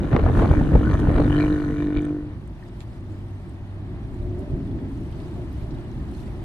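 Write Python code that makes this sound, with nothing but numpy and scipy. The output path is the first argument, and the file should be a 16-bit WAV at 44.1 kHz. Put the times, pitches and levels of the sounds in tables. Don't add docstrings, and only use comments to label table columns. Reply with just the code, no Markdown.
import sys
import numpy as np
from scipy import signal
from scipy.fft import rfft, irfft, next_fast_len
from scipy.io import wavfile
from scipy.ndimage import uniform_filter1d, map_coordinates

SR = 44100
rng = np.random.default_rng(int(sys.argv[2]) if len(sys.argv) > 2 else 0)


def master(y):
    cut = np.clip(np.atleast_2d(y).T, -1, 1)
    pcm = np.round(cut * 32767)
    wavfile.write(sys.argv[1], SR, pcm.astype(np.int16))


N = 284004


def amp(db):
    return 10 ** (np.asarray(db) / 20)


def unit(x):
    return x / np.sqrt(np.mean(x ** 2) + 1e-20)


def along(points, hz):
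    f, v = np.transpose(points)
    return np.interp(np.log(hz + 1), np.log(f + 1), v)


def curves(rows):
    s, *cols = np.transpose(rows)
    return [np.interp(np.arange(N) / SR, s, c) for c in cols]


def swells(rows):
    s, half, *heights = np.transpose(rows)
    return np.array(heights) @ np.exp(-((np.arange(N) / SR - s[:, None]) / half[:, None]) ** 2)


def wobble(rate):
    return map_coordinates(rng.standard_normal(int(N * rate / SR) + 4), [np.arange(N) * rate / SR])


def filtered(x, response):
    m = next_fast_len(N + SR // 2)
    return irfft(rfft(x, m) * response(np.fft.rfftfreq(m, 1 / SR)), m)[..., :N]


def rush(spectrum, alike):
    turn = lambda hz: np.arccos(np.clip(along(alike, hz), -1, 1)) / 2
    colour = lambda hz: amp(along(spectrum, hz)) / (1 + (hz / spectrum[-1][0]) ** 4) ** .5
    noise = rng.standard_normal((2, N))
    mid, side = filtered(noise, lambda hz: colour(hz) * [np.cos(turn(hz)), np.sin(turn(hz))])
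    return np.array([mid + side, mid - side]) / np.std(mid)


def patchy(pair, depth_db, bands, frames):
    grid = signal.stft(pair, nperseg=512)[2]
    patches = uniform_filter1d(rng.standard_normal(grid.shape[1:]), bands, axis=0)
    patches = uniform_filter1d(patches, frames, axis=1)
    return unit(signal.istft(grid * amp(depth_db * unit(patches)), nperseg=512)[1][:, :N])


def from_left(pair, lead_s):
    return filtered(pair, lambda hz: np.exp(1j * np.pi * hz * lead_s * np.array([[1], [-1]])))


# vibrations per engine cycle, level/dB
EXHAUST_TONES = [(3, -8), (4, -26.5), (5, -14), (6, 2), (7, -10), (8, -21), (9, -15.5), (10, -24),
                 (11, -37.5), (12, -32), (13, -29), (14, -27.5)]

def exhaust_note(cycles):
    note = np.zeros(N)
    for k, db in EXHAUST_TONES:
        level = amp(db + (.5 if db > -4 else 1.8) * wobble(13.88))
        note += level * np.sin(2 * np.pi * k * (cycles - .5) + .28 * wobble(30))
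    return note * amp(.8 * wobble(70))


# f/Hz, width/Hz, level/dB
PIPE_RINGS = [(680, 230, -1), (1040, 340, -4), (1440, 280, .5), (1790, 320, -0.5), (2310, 300, -4.5),
              (2950, 380, -10.5), (3820, 950, -15), (6300, 900, -28)]

def exhaust_pipe(f, gap_hz=1572, gap_width_hz=97):
    peaks = sum((-1) ** k * amp(db) * (1j * f * width / (hz * hz - f * f + 1j * f * width)) ** 2
                for k, (hz, width, db) in enumerate(PIPE_RINGS))
    return peaks * (gap_hz ** 2 - f * f) / (gap_hz ** 2 - f * f + 1j * f * gap_width_hz)


def exhaust_rasp(cycles, scatter_db=1.8, jitter_s=.00003, hiss=.16, blast_s=.0016):
    t = np.arange(SR // 100) / SR
    blast = np.exp(-t / blast_s)
    drive = np.zeros((2, N))
    for k, db in enumerate([-12, -1, 1]):
        firings = np.flatnonzero(np.diff(np.floor(cycles - k / 3)))
        louder, later = rng.standard_normal((len(firings), 2)).T
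        firings = np.clip(firings + jitter_s * SR * later, 0, N - 1).astype(int)
        pulses = np.bincount(firings, amp(db + scatter_db * louder), N)
        shape = blast * (rng.standard_normal(len(t)) + .5 * rng.standard_normal((2, len(t))))
        spectrum = rfft(shape)
        power = uniform_filter1d(np.abs(spectrum) ** 2, size=3, axis=1)
        flat = irfft(spectrum / np.sqrt(power), len(t))
        shape = unit(flat * np.sqrt(blast)) * np.sqrt(np.mean(blast ** 2))
        noise = rng.standard_normal(N) + 4.3 * rng.standard_normal((2, N))
        gas = signal.fftconvolve(pulses, blast)[:N] * noise
        drive += signal.fftconvolve(pulses[None], shape, axes=1)[:, :N] + hiss * gas
    return unit(filtered(drive, exhaust_pipe))


# f/Hz, level/dB
HIGH_TONES = [(690, -10.5), (850, -24.5), (945, -18.5), (995, -12.5), (1060, -15), (1140, -16.5),
              (1195, -20), (1290, -15), (1440, -13.5), (1500, -14), (1590, -22), (1690, -17.5),
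              (1790, -24.5), (1880, -18.5), (1950, -21.5)]
# t/s, f/Hz, rise/dB
NASAL_RING = [(.05, 1510, 1), (.2, 1460, -2), (.56, 1530, 8), (.61, 1460, 2), (.67, 1490, 7),
              (.77, 1327, -4), (.83, 1352, 8), (.88, 1494, 20), (.93, 1520, -13), (1.03, 1480, 12),
              (1.2, 1425, 1), (1.33, 1460, 7), (1.45, 1475, 6)]

def exhaust_overtones(cycles, cycle_hz, ring_width_hz=75):
    ring_hz, rise_db = curves(NASAL_RING)
    tones = np.zeros(N)
    for k in range(15, 40):
        lift_db = rise_db * np.exp(-((k * cycle_hz - ring_hz) / ring_width_hz) ** 2)
        level = amp(along(HIGH_TONES, k * cycle_hz) + lift_db + 2.5 * wobble(16.34))
        tones += level * np.sin(2 * np.pi * k * cycles + .54 * wobble(12))
    throb = 1 + .8 * np.cos(2 * np.pi * (cycles - .15))
    return .75 * tones * throb * amp(1.5 * wobble(60))


# t/s, f/Hz
FIRING_RATE = [(0, 152.9), (.16, 146.1), (.25, 148.2), (.35, 147.2), (.46, 151.4), (.61, 150.5),
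               (.72, 147.4), (.86, 150.3), (1.05, 148.3), (1.16, 144.9), (1.32, 147.9), (1.5, 151.2),
               (1.65, 147.8), (2.4, 149.6)]
# t/s, note level/dB, rasp level/dB, treble aimed at the shore/dB
PASS_BY = [(0, -33, -45.5, -8), (.45, -29.5, -42.5, -8), (.75, -29, -42.5, -10.5), (1.15, -29, -44, -6.5),
           (1.41, -19, -38.5, 6), (1.65, -26, -44, -7.5), (1.88, -24.5, -48, -3.5), (1.97, -25, -51, 3.5),
           (2.04, -26, -49, -6.5), (2.12, -25.5, -54.5, -10), (2.22, -32.5, -58.5, -7),
           (2.45, -47.5, -64, -1)]
# f/Hz, share
AIMED_BACK = [(1800, 0), (2200, 0.6), (2450, 0.7), (3000, 0.7), (6000, 0)]
# t/s, half length/s, rasp rise/dB, spray rise/dB
HULL_HOPS = [(.39, 0.052, 2.5, 8), (.53, 0.057, 5, 2.5), (.935, .03, 8.5, 3), (1.0, .012, 7.5, 8.5),
             (1.41, 0.12, 0.5, -1.5), (1.972, 0.024, 6, 1.5)]
# t/s, depth/dB
NOTE_WAVER = [(1.1, 2.5), (1.35, 0.7)]
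# f/Hz, level/dB
WAKE_COLOUR = [(2000, -8), (3900, 4), (5300, -4), (6300, 1), (7400, -4), (8900, 0), (10200, -4),
               (11500, -9), (13500, -8), (15000, -14)]
# f/Hz, left-right likeness
HARBOUR_ALIKE = [(300, 0.96), (520, 0.76), (890, 1), (1520, 0.0094), (2600, 1), (4500, 0.051),
                 (9000, 0.035)]

def jet_ski():
    firing_hz, = curves(FIRING_RATE)
    note_db, rasp_db, aimed_db = curves(PASS_BY)
    cycles = np.cumsum(firing_hz) / SR / 3
    note = exhaust_note(cycles)
    rasp = patchy(exhaust_rasp(cycles), depth_db=4, bands=6, frames=12)
    treble = filtered(rasp, lambda hz: np.clip(along(AIMED_BACK, hz), 0, 1))
    rasp += (amp(aimed_db) - 1) * treble
    rasp += exhaust_overtones(cycles - 1 / 3, firing_hz.mean() / 3)
    bared_db, thrown_db = swells(HULL_HOPS)
    waves_db = bared_db + .7 * wobble(20.88)
    rasp *= amp(rasp_db + waves_db) * amp([[1.4], [-1.4]])
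    note *= amp(note_db + curves(NOTE_WAVER)[0] * wobble(24.12))
    exhaust = from_left(note + rasp, lead_s=.00006)
    spray = amp(rasp_db - 20.5 + thrown_db) * rush(WAKE_COLOUR, HARBOUR_ALIKE)
    whistle_db, = curves([(.8, -97), (1.15, -70), (1.42, -71.5), (1.55, -84.5), (2, -89)])
    whistle = amp(whistle_db) * rush([(8200, -36.5), (8620, 5), (8780, 5), (9200, -48)], HARBOUR_ALIKE)
    fade_db, = curves([(2.18, 1), (2.35, -1.5), (2.55, -38)])
    return amp(fade_db) * (exhaust + spray + whistle)


# t/s, level/dB
WIND_STRENGTH = [(0, -24), (.09, -25.5), (.3, -20), (.65, -20.5), (1.2, -22.5), (1.45, -26), (1.75, -30.5),
                 (2.3, -36.5), (2.75, -40), (3.1, -36.5), (3.7, -38.5), (4.25, -31.5), (5.1, -32.5),
                 (6.4, -31.5)]
# t/s, half length/s, rumble rise/dB, tearing rise/dB
GUST_RISES = [(.15, 0.048, 1.5, 9.5), (.28, 0.03, 1.5, 5), (.43, 0.057, 0, 6), (.755, 0.022, 5.5, 4.5),
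              (.91, 0.029, 1, -1), (1.1, 0.085, 1, 4), (1.205, 0.035, 3.5, 6.5), (1.975, 0.031, 8, 6.5),
              (4.24, 0.045, 4, 2), (4.54, 0.023, 10, 7)]
# f/Hz, level/dB
GUST_COLOUR = [(12, -20), (28, -1.5), (58, 2), (100, -1.5), (150, -6), (250, -26), (500, -62)]
FLUTTER_COLOUR = [(70, -21), (140, 0.5), (210, 0), (270, 0.5), (340, -1), (390, -11.5), (460, -17),
                  (800, -32.5)]
TEARING_COLOUR = [(120, -8), (300, -2), (450, 2.5), (700, -4.5), (1100, -11), (2000, -19.5), (4000, -35),
                  (9000, -68.5)]
BREEZE_COLOUR = [(12, -22), (28, -6), (45, -0.5), (64, 0), (85, -4.5), (115, -3), (160, -13.5), (250, -23),
                 (500, -57)]
# f/Hz, left-right likeness
STRONG_ALIKE = [(60, 0.91), (300, 0.89), (520, 0.93), (900, 0.1), (1600, 0.16)]
LIGHT_ALIKE = [(60, 0.91), (140, 0.9), (300, 0.98), (520, 0.94)]
# t/s, half length/s, rise/dB
FLUTTER_RISE = [(4.75, 0.22, 5)]

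def wind():
    strength_db, = curves(WIND_STRENGTH)
    gust_db, tear_db = swells(GUST_RISES)
    swirls = wobble(35)
    excess_db = strength_db + 21
    flutter_db = -24 + 1.26 * excess_db + .6 * gust_db + 2.7 * swirls
    tearing_db = -35.5 + 1.24 * excess_db + tear_db + 1.3 * swirls
    gusts = amp(strength_db + gust_db + .24 * swirls) * rush(GUST_COLOUR, STRONG_ALIKE)
    gusts += amp(flutter_db) * rush(FLUTTER_COLOUR, STRONG_ALIKE)
    gusts += amp(tearing_db + 3.17 * wobble(160)) * rush(TEARING_COLOUR, STRONG_ALIKE)
    breeze = amp(strength_db + gust_db + .75 * swirls) * rush(BREEZE_COLOUR, LIGHT_ALIKE)
    light_flutter_db = strength_db - 6.5 + swells(FLUTTER_RISE)[0] + 1.8 * wobble(30)
    breeze += amp(light_flutter_db) * rush(FLUTTER_COLOUR, LIGHT_ALIKE)
    calm, = curves([(2.2, .017), (2.35, .92)])
    return np.sqrt(1 - calm) * gusts + np.sqrt(calm) * breeze


# t/s, tearing level/dB, half length/s, top f/Hz, thump level/dB, thump time/s
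WIND_HITS = [(.131, -21.5, 0.0036, 1350, -27, 0.0049), (.138, -22, 0.0013, 700, -7, 0.0027),
             (.147, -27, 0.0027, 1210, -19, 0.0025), (.152, -14, 0.0028, 696, -8, 0.0016),
             (.161, -30, 0.0033, 1200, -24, .003), (.1645, -17, 0.0011, 1940, -9, .002),
             (.168, -16, .003, 620, -26, .004), (.177, -24, 0.0054, 740, -24, .004),
             (.198, -27, 0.0018, 1090, -29, .004), (.24, -22, 0.0049, 704, -9, 0.006),
             (.264, -19.5, .003, 895, -12, 0.0044), (.28, -25, 0.0025, 900, -17, 0.0059),
             (.29, -31, 0.002, 895, -15, 0.002), (.297, -21.5, 0.0035, 746, -12, 0.0016),
             (.307, -24, .002, 640, -23, 0.0036), (.34, -30, 0.0021, 700, -14, 0.0035),
             (.373, -26.5, 0.0035, 1220, -14, 0.0044), (.396, -24.5, 0.0038, 1090, -15, 0.0061),
             (0.42, -25.5, 0.0043, 1000, -24, 0.0044), (.431, -26, 0.0054, 800, -11, 0.0078),
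             (.446, -21, 0.0067, 750, -12, 0.0045), (0.457, -22.5, 0.0032, 790, -22, 0.0031),
             (.514, -20.5, 0.0036, 850, -9.5, 0.0053), (.539, -21, 0.0039, 800, -23, .0055),
             (.58, -23, 0.0027, 447, -7.5, .004), (.613, -25, 0.003, 890, -17, 0.0024),
             (.72, -22.5, 0.0042, 740, -16, 0.0027), (.742, -23, 0.0031, 595, -8.5, .0055),
             (0.756, -14, 0.0054, 613, -5.5, 0.005), (.776, -26, 0.0034, 496, -12, 0.0092),
             (.809, -24, 0.0029, 600, -26, 0.0036), (.816, -24, 0.0012, 557, -34, 0.0047),
             (.842, -28, 0.0024, 646, -15, 0.0016), (.901, -26, 0.0035, 520, -12, .003),
             (.944, -27, 0.0049, 704, -9, 0.0048), (1.072, -22, 0.0019, 920, -19, 0.0049),
             (1.087, -20, .003, 500, -9.5, 0.0034), (1.102, -21, 0.0026, 835, -17, 0.0039),
             (1.113, -33, 0.0022, 920, -22, 0.0032), (1.163, -26, 0.0017, 950, -14, 0.0054),
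             (1.183, -25, 0.0041, 1430, -21, .004), (1.202, -22, 0.0067, 640, -13.5, 0.0078),
             (1.219, -26, 0.0035, 899.7, -16, 0.003), (1.257, -32, 0.0026, 505, -11, 0.0024),
             (1.278, -26.5, 0.0019, 1100, -31, 0.0046), (1.306, -25, 0.0024, 749, -18, 0.004),
             (1.438, -24.5, 0.002, 756, -21, .004), (1.976, -28, 0.013, 350, -14.5, 0.0046)]

def buffets(rise=.76, fall=1.01):
    out, t = np.zeros((2, N)), np.arange(-SR // 10, SR // 10) / SR
    for s, db, half_s, top_hz, thump_db, thump_s in WIND_HITS:
        u = (t / thump_s) ** 2
        thump = (2 * u - 1) * np.exp(-u)
        band = signal.butter(3, [top_hz / 5, top_hz], "bandpass", fs=SR, output="sos")
        shape = np.exp(-(t / half_s / np.where(t < 0, rise, fall)) ** 2)
        puff = signal.sosfilt(band, rng.standard_normal((2, len(t))) * shape)
        mid, side = [amp(db) * unit(p) * np.sqrt(np.mean(shape ** 2)) for p in puff]
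        mid += amp(thump_db) * thump
        out[:, round(s * SR) - SR // 10:][:, :len(t)] += [mid + .84 * side, mid - .15 * side]
    return out


# f/Hz, level/dB
DIESEL_TONES = [(96.9, -41.5), (112, -47), (145.3, -46.5), (194, -51.5), (242.2, -57), (344.5, -55),
                (586.8, -69)]
# t/s, level/dB
DRONE_LEVEL = [(2.2, -56), (3.7, -56), (4.05, -51), (4.4, -43), (4.8, -47), (5.1, -48.5), (6.4, -51)]
# f/Hz, level/dB
DRONE_COLOUR = [(200, -29), (270, -10.5), (315, -9.5), (362, 6.5), (400, -2.5), (460, -21), (540, -15.5),
                (610, -8.5), (680, -10), (800, -29), (1200, -38)]

def ship():
    t = np.arange(N) / SR
    hum = sum(amp(db - 1 + 2.8 * wobble(3.992)) * np.sin(2 * np.pi * hz * t + .6 * wobble(5))
              for hz, db in DIESEL_TONES)
    hum_db, = curves([(1.4, -35), (2.3, 3), (3.2, 4), (4.2, 6.5), (6.4, -5.5)])
    drone = amp(curves(DRONE_LEVEL)[0] + 4 * wobble(15)) * rush(DRONE_COLOUR, HARBOUR_ALIKE)
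    return drone + amp(hum_db) * hum


def trickle(colour, per_second, spread_db):
    falls = rng.random(N) < per_second / SR * amp(5 * wobble(7))
    sizes = amp(spread_db * np.minimum(rng.exponential(size=N), 3)) * rng.standard_normal((2, N))
    decay = np.exp(-np.arange(SR // 200) / SR / .00055)
    power = signal.fftconvolve((falls * sizes) ** 2, decay[None], axes=1)[:, :N]
    ticks = np.sqrt(np.abs(power)) * rng.standard_normal((2, N))
    return unit(filtered(ticks, lambda hz: amp(along(colour, hz))))


def bubbles(count, low_hz, high_hz, cycles, spread_db):
    out, t = np.zeros((2, N + SR // 20)), np.arange(SR // 20) / SR
    for when, pitch, size, place in rng.random((count, 4)):
        turns = low_hz * (high_hz / low_hz) ** pitch * t
        ring = turns / cycles * np.exp(-turns / cycles) * np.sin(2 * np.pi * turns * (1 + t))
        pan = np.sqrt([[place], [1 - place]])
        out[:, int(when * N):][:, :len(t)] += amp(spread_db * size ** 2) * ring * pan
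    return unit(out[:, :N])


# t/s, wash level/dB, fizz level/dB
WATER_LEVELS = [(2.3, -55.5, -68), (2.95, -55.5, -64), (3.8, -54.5, -67.5), (5.1, -53, -62),
                (6.4, -52.5, -61.5)]
# f/Hz, level/dB
WASH_COLOUR = [(60, -9), (200, 3), (350, 8), (480, -6.5), (630, 0), (1000, -4), (1420, -9.5), (1800, -9.5),
               (2150, -13), (3000, -16.5), (4200, -22.5), (6000, -35), (10000, -55.5)]
FIZZ_COLOUR = [(1500, -12), (3000, 1), (4100, 2), (5500, -2), (7200, -4.5), (9000, -1.5), (10500, -6),
               (13500, -10), (15000, -15)]
# t/s, half length/s, fizz change/dB
WAVE_SLAPS = [(2.675, 0.02, 3.5), (2.818, 0.018, 7.5), (4.72, 0.022, -3), (5.17, 0.07, 1.5),
              (5.72, 0.015, -2.5), (6.17, .07, 2.5)]

def water():
    wash_db, fizz_db = curves(WATER_LEVELS)
    ripple_db = .6 * wobble(13)
    wash = amp(wash_db + 6.5 + ripple_db) * from_left(rush(WASH_COLOUR, HARBOUR_ALIKE), lead_s=.00013)
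    fizz = rush(FIZZ_COLOUR, HARBOUR_ALIKE) + .6 * trickle(FIZZ_COLOUR, per_second=350, spread_db=3)
    fizz = patchy(fizz, depth_db=1.9, bands=9, frames=4)
    fizz += .45 * bubbles(count=600, low_hz=1500, high_hz=6000, cycles=6, spread_db=11)
    lapping_db = swells(WAVE_SLAPS)[0] + .8 * wobble(14)
    return wash + amp(fizz_db - 2 + lapping_db) * fizz


# t/s, level/dB, f/Hz, time to fade by 60 dB/s, share of pure bubble tone
DROPS = [(2.02, -46, 6993, 0.0047, .05), (2.051, -45, 8500, .0087, 0.6), (2.476, -53, 8576, .017, 0.5),
         (2.626, -48.5, 1820, 0.051, 0.75), (2.636, -54, 4200, .03, .3), (2.684, -54, 5930, 0.033, .2),
         (2.695, -55, 3740, .03, .5), (2.805, -43.5, 3600, .02, 0), (2.805, -43.5, 1920, 0.045, 0.16),
         (2.805, -45.5, 7300, .018, .4), (2.812, -45.5, 2600, 0.071, 0.1), (3.494, -54, 8550, .013, 0.6),
         (4.392, -45, 8900, 0.0058, .2), (4.659, -57, 3700, 0.036, 0.42), (4.674, -54, 3500, .04, .5),
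         (4.712, -50, 3400, 0.04, .4), (4.787, -46, 1820, 0.079, 0.3), (5.125, -49, 3140, .047, .26),
         (5.201, -48, 2997, 0.077, .05), (5.529, -50, 13000, .0072, 0.4), (5.708, -49, 3900, .05, .25),
         (5.747, -51, 3800, 0.038, 0.46), (5.812, -53, 4600, 0.016, 0.3), (5.915, -53, 5000, .02, .2),
         (6, -51, 1900, 0.033, .2), (6, -54, 4200, .015, 0.2), (6.115, -52.5, 8900, .01, 0.5),
         (6.135, -58, 4150, .03, .6), (6.149, -53, 4200, .05, 0.6), (6.277, -50, 2000, .05, 0.2)]

def drips():
    out, t = np.zeros((2, N)), np.arange(SR // 10) / SR
    for s, db, hz, fade_s, pure in DROPS:
        spread = 1.15 + 5 * fade_s
        edges_hz = np.clip([hz / spread, hz * spread], 100, SR / 2 - 100)
        band = signal.butter(2, edges_hz, "bandpass", fs=SR, output="sos")
        decay = amp(-60 * t / fade_s)
        splash = signal.sosfilt(band, rng.standard_normal((2, len(t))) * decay)
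        bubble = decay * np.sin(2 * np.pi * hz * t)
        drop = (1 - pure) * splash / np.abs(splash).max() + pure * bubble
        pan = amp(rng.normal(0, 2.3) * np.array([[1], [-1]]))
        out[:, round(s * SR):][:, :len(t)] += amp(db + 4) * drop * pan
    return out


# t/s, half length/s, f/Hz, slide/(Hz per s), level/dB
MACHINE_NOTES = [(4.303, 0.14, 356, -8, -36.5), (4.356, .19, 596, 20, -50.5),
                 (4.622, 0.15, 396.5, 110, -45), (4.782, 0.3, 274.8, 5, -37.5)]

def far_notes():
    out = np.zeros(N)
    for s, half_s, hz, slide, db in MACHINE_NOTES:
        t = np.arange(N) / SR - s
        swell = amp(db + 1.8 * wobble(22)) * np.exp(-(t / half_s) ** 4)
        out += swell * np.sin(2 * np.pi * (hz + slide * t / 2) * t + .5 * wobble(25))
    return out


def scene():
    return jet_ski() + wind() + buffets() + ship() + water() + drips() + far_notes()


def record(dry, top_hz=15200):
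    return filtered(dry, lambda hz: hz < top_hz)


dry = scene()
out = record(dry)
master(out)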